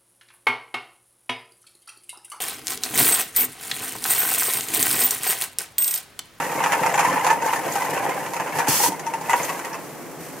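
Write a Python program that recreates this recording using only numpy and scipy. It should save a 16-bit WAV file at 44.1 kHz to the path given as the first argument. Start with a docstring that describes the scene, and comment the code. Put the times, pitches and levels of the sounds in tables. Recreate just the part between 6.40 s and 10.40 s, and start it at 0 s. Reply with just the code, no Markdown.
"""Empty plastic bottles tumble in the turning steel bowl of a sorting machine, over steady motor noise.
From the start they knock hollowly, bump the bowl's disc and slide with a hiss.
At about 2.3 s a valve thumps and an air jet blows into the bowl for a quarter of a second.
The bottles clatter on and settle by 3.5 s. A soft thud and a little more hiss come near the end."""
import sys
import numpy as np
from scipy import signal
from scipy.fft import irfft
from scipy.io import wavfile
from scipy.ndimage import uniform_filter1d

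SR = 44100
rng = np.random.default_rng(int(sys.argv[2]) if len(sys.argv) > 2 else 0)


def put_to_file(sound):
    """Save the sound as 16-bit audio at rate SR, in the file named by the first command-line argument."""
    columns = np.atleast_2d(sound).T  # one column per channel
    safe = np.clip(columns, -1, 1)
    whole_steps = np.round(safe * 32767)
    wavfile.write(sys.argv[1], SR, whole_steps.astype(np.int16))


N = 176400
TIME, HZ = np.arange(N) / SR, np.fft.rfftfreq(N, 1 / SR)
HIT_TIME, HIT_HZ = np.arange(6144) / SR, np.fft.rfftfreq(6144, 1 / SR)  # the same axes for one short hit


def bottles():
    """Clear knocks and bright rim pings stand out from the random jostling of the heap."""
    # clear knocks: start_s, level_db, pitch_hz, clack_db, tick_db (the last two relative to the level)
    knocks = [(0.204, -12, 894, -8, -30), (0.239, -11, 947, 0.5, -16.5), (0.261, -11, 886, -1.5, -21),
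              (0.321, -11.5, 944, 3.5, -14.5), (0.334, -7, 900, -5.5, -26.5), (0.434, -6.5, 885, -9, -30),
              (0.462, -10.5, 945, -4.5, -18.5), (0.543, -11.5, 830, -6.5, -24),
              (0.578, -11.5, 910, -3, -19), (0.593, -7.5, 830, -3.5, -17.5), (0.606, -17.5, 865, 4, -10),
              (0.649, -6.5, 983, -23, -24), (0.683, -10.5, 1037, -31, -24), (0.728, -13.5, 878, -5, -20),
              (0.771, -12.5, 865, -22, -32), (0.846, -8, 1014, -11, -21), (0.866, -6, 852, -7, -20),
              (0.881, -15, 874, -9, -20), (0.903, -7, 883, -6, -23.5), (0.91, -7, 942, -20, -23),
              (0.928, -12, 912, -23, -42), (1.023, -14, 920, -18, -20.5), (1.061, -9.5, 874, -23, -22),
              (1.134, -17, 860, 2.5, -15), (1.16, -14.5, 879, -4, -17), (1.355, -10, 808, -9, -21.5),
              (1.42, -13, 972, -8, -21), (1.575, -15, 930, -2.5, -23), (1.862, -23, 940, -3, -16),
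              (1.935, -18, 949, -10.5, -15.5), (1.965, -20.5, 896, 0, -15), (1.999, -14.5, 862, -2.5, -21),
              (2.187, -11.5, 894, -4.5, -16), (2.202, -10, 935, -9.5, -29), (2.272, -8.5, 855, -8, -22),
              (2.401, -10, 823, -11, -30), (2.436, -7.5, 936, -16.5, -16), (2.459, -10, 976, -27, -30),
              (2.52, -18, 906, -14, -18.5), (2.595, -26.5, 866, -2, -9), (2.667, -12, 911, -12.5, -23.5),
              (2.737, -12.5, 904, -11, -22), (2.812, -19.5, 847, -14, -21), (2.895, -7, 926, -8, -23),
              (2.908, -14, 956, -0.5, -19), (2.932, -9, 930, -1.5, -29), (2.938, -4.5, 960, -27, -36),
              (2.998, -18.5, 970, -1.5, -30), (3.093, -15.5, 984, -2, -17), (3.192, -30.5, 1000, 6.5, -6),
              (3.248, -22, 878, -2, -12.5), (3.343, -25.5, 912, 2.5, -15)]
    # rims striking steel: start_s, level_db, pitch_hz
    pings = [(.54, -31.5, 7300), (1.324, -33, 6850), (2.664, -40, 5900), (2.908, -35, 7500),
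             (2.932, -32.5, 6650), (3.032, -29.5, 6700), (3.331, -40.5, 5600)]
    # how hard the heap is stirred: time_s, level_db
    churn = [(0, -24.5), (.14, -27.5), (.25, -25.5), (.68, -21.5), (.92, -22.5), (.98, -30.5),
             (1.13, -22.5), (1.22, -29), (1.66, -25), (1.9, -34), (2.2, -25), (2.48, -35), (2.6, -38.5),
             (2.83, -35.5), (2.93, -28.5), (3.1, -32), (3.35, -36), (3.5, -58)]
    jostles_per_s, usual_pitch_hz = 130, 890
    out = np.zeros((2, N))
    for start_s, level_db, pitch_hz, clack_db, tick_db in knocks:
        add(out, start_s, knock(level_db, pitch_hz, clack_db, tick_db))
        touch_s = start_s - .009 * rng.uniform(.55, 1)  # a light glancing touch comes just before
        add(out, touch_s, knock(level_db - 15, usual_pitch_hz, clack_db, tick_db))
    for start_s, level_db, pitch_hz in pings:
        add(out, start_s, amp(level_db) * rim_ping(pitch_hz))
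    jostles = rng.uniform(-1, 1, (int(churn[-1][0] * jostles_per_s), 5))
    for slot, (shift, size, pitch, clack, tick) in enumerate(jostles):
        start_s = (slot + shift) / jostles_per_s
        level_db = curve(churn, start_s) + 4.5 + 4 * size
        pitch_hz = usual_pitch_hz * 2 ** (.22 * pitch)
        add(out, start_s, knock(level_db, pitch_hz, clack_db=-6.5 + 4 * clack, tick_db=-25 + 6 * tick))
    return out


def knock(level_db, pitch_hz, clack_db, tick_db):
    """One bottle is hit: the contact ticks, the stiff wall clacks and the hollow shell rings."""
    # tone colour of the clack: frequency_hz, level_db
    clack_colour = [(100, -71), (600, -7), (1000, 7), (1400, -0.5), (1850, -1.5), (2600, -3.5),
                    (3300, -14.5), (5000, -65)]
    # tone colour of the tick: frequency_hz, level_db
    tick_colour = [(1000, -33), (3000, -5), (4200, -4), (5600, 1), (7000, 6), (8200, -4), (10000, 1.5),
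                   (12000, -7.5), (16000, -19)]
    ring = shell_ring(pitch_hz, clack_db)
    clack = amp(clack_db - .5) * burst(clack_colour, fade_s=.11)
    tick = amp(tick_db + 7.5) * burst(tick_colour, fade_s=.088)
    crack = clack + tick
    hit = ring + crack
    for delay, flip in rng.uniform(.2, 1, (2, 2)):  # two quick echoes off the nearest walls
        add(hit, delay * .009, amp(-5) * np.sign(flip - .6) * crack)
    left_right_db = 1.5 * rng.standard_normal() * np.array([[.5], [-.5]])
    return amp(level_db - 11.5 + left_right_db) * hit


def shell_ring(pitch_hz, clack_db):
    """The hollow shell vibrates at several pitches at once, each dying away quickly."""
    # the shell's vibrations: pitch_ratio, level_db, fade_s
    vibrations = [(1, 1, 0.095), (.87, -10, 0.055), (.52, -15, 0.073), (1.48, -18, 0.064),
                  (2.06, -6, 0.062), (2.85, -12, 0.033)]
    ring, rise_s = 0, .0011
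    for ratio, level_db, fade_s in vibrations:
        detune, phase, lag, spot = np.clip(rng.standard_normal(4), -1, 1)
        if ratio > 1:  # a harder clack wakes more overtones
            level_db += 6 + .76 * clack_db
        if ratio != 1:
            level_db += 6 * spot  # the spot that is hit favours some vibrations
            ratio *= 1 + .0699 * detune
        cycles = pitch_hz * ratio * HIT_TIME + phase + .057 * lag * np.array([[1], [-1]])
        ring = ring + amp(level_db) * fade(fade_s) * np.sin(2 * np.pi * cycles)
    return level_hit(ring * (1 - np.exp(-HIT_TIME / rise_s)))


def rim_ping(pitch_hz, width_hz=1200):
    """A stiff rim rings briefly on steel in a tight cluster of high pitches."""
    cluster = noise(1 / (1 + (2 * (HIT_HZ - pitch_hz) / width_hz) ** 4), HIT_HZ)
    return level_hit(cluster * fade(.06))


def bumps_and_thuds():
    """Bottles bump dully on the disc; now and then a bottle, the machine or the valve thuds."""
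    # strength of the bumping: time_s, level_db
    bumping = [(0, -38), (.7, -33), (1, -38.5), (1.68, -35.5), (1.9, -44), (2.25, -34.5), (2.62, -48),
               (2.95, -40), (3.45, -48)]
    # tone colour of a bump: frequency_hz, level_db
    bump_colour = [(30, -44), (90, -47), (155, 9.5), (205, -27), (280, 3), (370, -4), (490, 6), (680, 2.5),
                   (900, -14), (2000, -56)]
    # heavier thuds: start_s, level_db, pitch_hz
    thuds = [(0.674, -32.5, 161), (0.734, -27.5, 290), (1.054, -30.5, 487), (1.265, -27, 527),
             (1.652, -26, 700), (1.685, -26.5, 448), (2.281, -24.5, 318), (2.286, -23.5, 140),
             (2.483, -27, 259), (3.795, -40.5, 100)]
    bumps_per_s, thud_width_octaves = 70, .7
    out = np.zeros((2, N))
    for slot, (shift, size) in enumerate(rng.uniform(-1, 1, (int(bumping[-1][0] * bumps_per_s), 2))):
        start_s = (slot + shift) / bumps_per_s
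        add(out, start_s, amp(curve(bumping, start_s) + 6.8 * size) * burst(bump_colour, fade_s=.15))
    thud_shape = np.minimum(HIT_TIME / .0026, 1) * fade(.085)
    muffle = 1 / (1 + (HIT_HZ / 900) ** 2)
    for start_s, level_db, pitch_hz in thuds:
        octaves_away = np.log2((HIT_HZ + 1) / pitch_hz)
        body = noise(muffle / (1 + (octaves_away / thud_width_octaves) ** 2), HIT_HZ)
        add(out, start_s, amp(level_db) * level_hit(body * thud_shape))
    return out


def air_jet():
    """Air rushes in while the valve is open; thin tones sing with it and stay faintly on all the time."""
    # the valve opens and shuts: time_s, level_db
    blast = [(2.262, -50), (2.285, 1.5), (2.32, 0), (2.358, 0.5), (2.41, -1), (2.44, 2), (2.484, -1.5),
             (2.503, -16.5), (2.6, -43)]
    # tone colour of the jet's hiss: frequency_hz, level_db
    hiss_colour = [(760, -21), (1300, -4.5), (3450, -3), (3880, -10.5), (4200, -2.5), (6350, 1.5),
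                   (12500, -1), (15500, -4)]
    # tone colour of its low rush: frequency_hz, level_db
    rush_colour = [(40, -38), (140, -2), (450, -11), (1200, -6), (2600, -50)]
    # thin ringing tones: pitch_hz, level_db
    thin_tones = [(5838, -34), (6518, -45), (8507, -38)]
    flow = amp(curve(blast, TIME))
    hiss = noise(amp(read(hiss_colour, HZ)), HZ)
    hiss_in_bowl = amp(-19) * unit(hiss + amp(-3.5) * bowl_echoes(hiss))
    rush = amp(-35.5) * noise(amp(read(rush_colour, HZ)), HZ)
    singing = amp(-4) * sum(amp(db) * wavering_tone(hz, width_hz=48) for hz, db in thin_tones)
    return flow * (hiss_in_bowl + rush) + (flow + amp(-29)) * singing


def sliding():
    """Plastic rubs over steel with a fluttering hiss."""
    # strength of the rubbing: time_s, level_db
    rubbing = [(0, -41), (.92, -42), (.965, -45), (1.01, -58), (1.05, -38.5), (1.25, -43.5), (1.33, -36),
               (1.5, -42), (2.12, -49), (2.19, -36), (2.26, -47), (2.6, -54), (2.8, -51), (2.9, -42.5),
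               (3.05, -34.5), (3.18, -46.5), (3.5, -52.5), (3.78, -55), (3.83, -46), (4, -50.5)]
    # tone colour of the hiss: frequency_hz, level_db
    colour = [(500, -23), (2000, 8.5), (3600, -2), (6300, 3), (9700, 4), (11500, 1), (13500, 6),
              (16000, -10.5)]
    flutter_db = 2.2 * unit(uniform_filter1d(rng.standard_normal(N), size=500))  # changes about every 10 ms
    return amp(curve(rubbing, TIME) + 5 + flutter_db) * noise(amp(read(colour, HZ)), HZ)


def bowl_echoes(sound):
    """Sound bounces around inside the steel bowl and blurs into a ringing tail."""
    # how long the bowl rings: frequency_hz, fade_s
    ring_times = [(650, .25), (970, .35), (1300, .23), (7000, .16), (15000, .5)]
    hz, t, bands = signal.stft(noise(1, np.fft.rfftfreq(SR // 2, 1 / SR)), SR, nperseg=256)
    shape = np.minimum(t / .0072, 1) * fade(read(ring_times, hz)[:, None], t)
    tail = signal.istft(bands * shape, SR)[1]
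    return signal.fftconvolve(sound, tail / np.linalg.norm(tail[0]), axes=1)[:, :N]


def motor():
    """The motor and the hall make a steady noise with a low hum."""
    # tone colour of the noise: frequency_hz, level_db
    colour = [(25, -25), (90, -20.5), (140, -2), (200, -5), (300, 1), (480, -1.5), (750, -5), (2200, -16),
              (3700, -26), (7000, -22), (15500, -25)]
    whir = amp(-37) * noise(amp(read(colour, HZ)), HZ)
    return whir + amp(-51.5) * wavering_tone(160, width_hz=13.5)


def burst(colour, fade_s):
    """Many crowded vibrations, struck at once and dying together, sound like a puff of noise."""
    strike = 1 + np.exp(-HIT_TIME / .0021)
    return level_hit(noise(amp(read(colour, HIT_HZ)), HIT_HZ) * fade(fade_s) * strike)


def wavering_tone(pitch_hz, width_hz):
    """A band of noise so narrow that it sounds like an unsteady tone."""
    return noise(1 / (1 + (2 * (HZ - pitch_hz) / width_hz) ** 2), HZ)


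def noise(gain, hz):
    """Stereo noise of strength 1, shaped by the given gain at each frequency."""
    # how alike left and right are: frequency_hz, likeness (0 to 1)
    likeness = [(40, .3), (130, .6), (280, .68), (550, .94), (1000, .8), (2000, .86), (4000, .45),
                (8000, .05)]
    left, other = rng.standard_normal((2, len(hz))) + 1j * rng.standard_normal((2, len(hz)))
    same = read(likeness, hz)
    right = same * left + np.sqrt(1 - same ** 2) * other
    return unit(irfft(gain * np.array([left, right])))


def fade(fade_s, t=HIT_TIME):
    """A gain that falls by 60 dB in fade_s seconds."""
    return amp(-60 * t / fade_s)


def level_hit(hit):
    """Scales a hit to an average strength (rms) of 1 over its first 15 ms."""
    return hit / np.sqrt(np.mean(hit[..., :660] ** 2) + 1e-20)


def unit(sound):
    """Scales a sound to an average strength (rms) of 1."""
    return sound / np.sqrt(np.mean(sound ** 2) + 1e-20)


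def amp(db):
    """Turns decibels into a gain."""
    return 10 ** (np.asarray(db) / 20)


def read(points, hz):
    """Reads between the rows of a frequency table, with octaves evenly spaced."""
    row_hz, values = np.transpose(points)
    return np.interp(np.log(hz + 1), np.log(row_hz + 1), values)


def curve(points, t):
    """Reads between the rows of a time table."""
    return np.interp(t, *np.transpose(points))


def add(mix, start_s, sound):
    """Mixes a sound in at start_s."""
    part = mix[:, max(round(start_s * SR), 0):][:, :sound.shape[-1]]
    part += sound[..., :part.shape[1]]


def scene():
    """Clatter with its deep bass cut away, echoing in the bowl, with the hiss, the jet and the motor."""
    noises = motor() + air_jet() + sliding()
    bass_cut = signal.butter(3, 107, "high", fs=SR, output="sos")
    clatter = signal.sosfilt(bass_cut, bottles() + bumps_and_thuds())
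    return noises + clatter + amp(-8) * bowl_echoes(clatter)


def record(dry):
    """Cuts off the very highest treble."""
    treble_cut = signal.firwin(511, 15700, window=("kaiser", 9), fs=SR)
    return signal.oaconvolve(dry, treble_cut[None], "same")


dry = scene()
out = record(dry)
put_to_file(out)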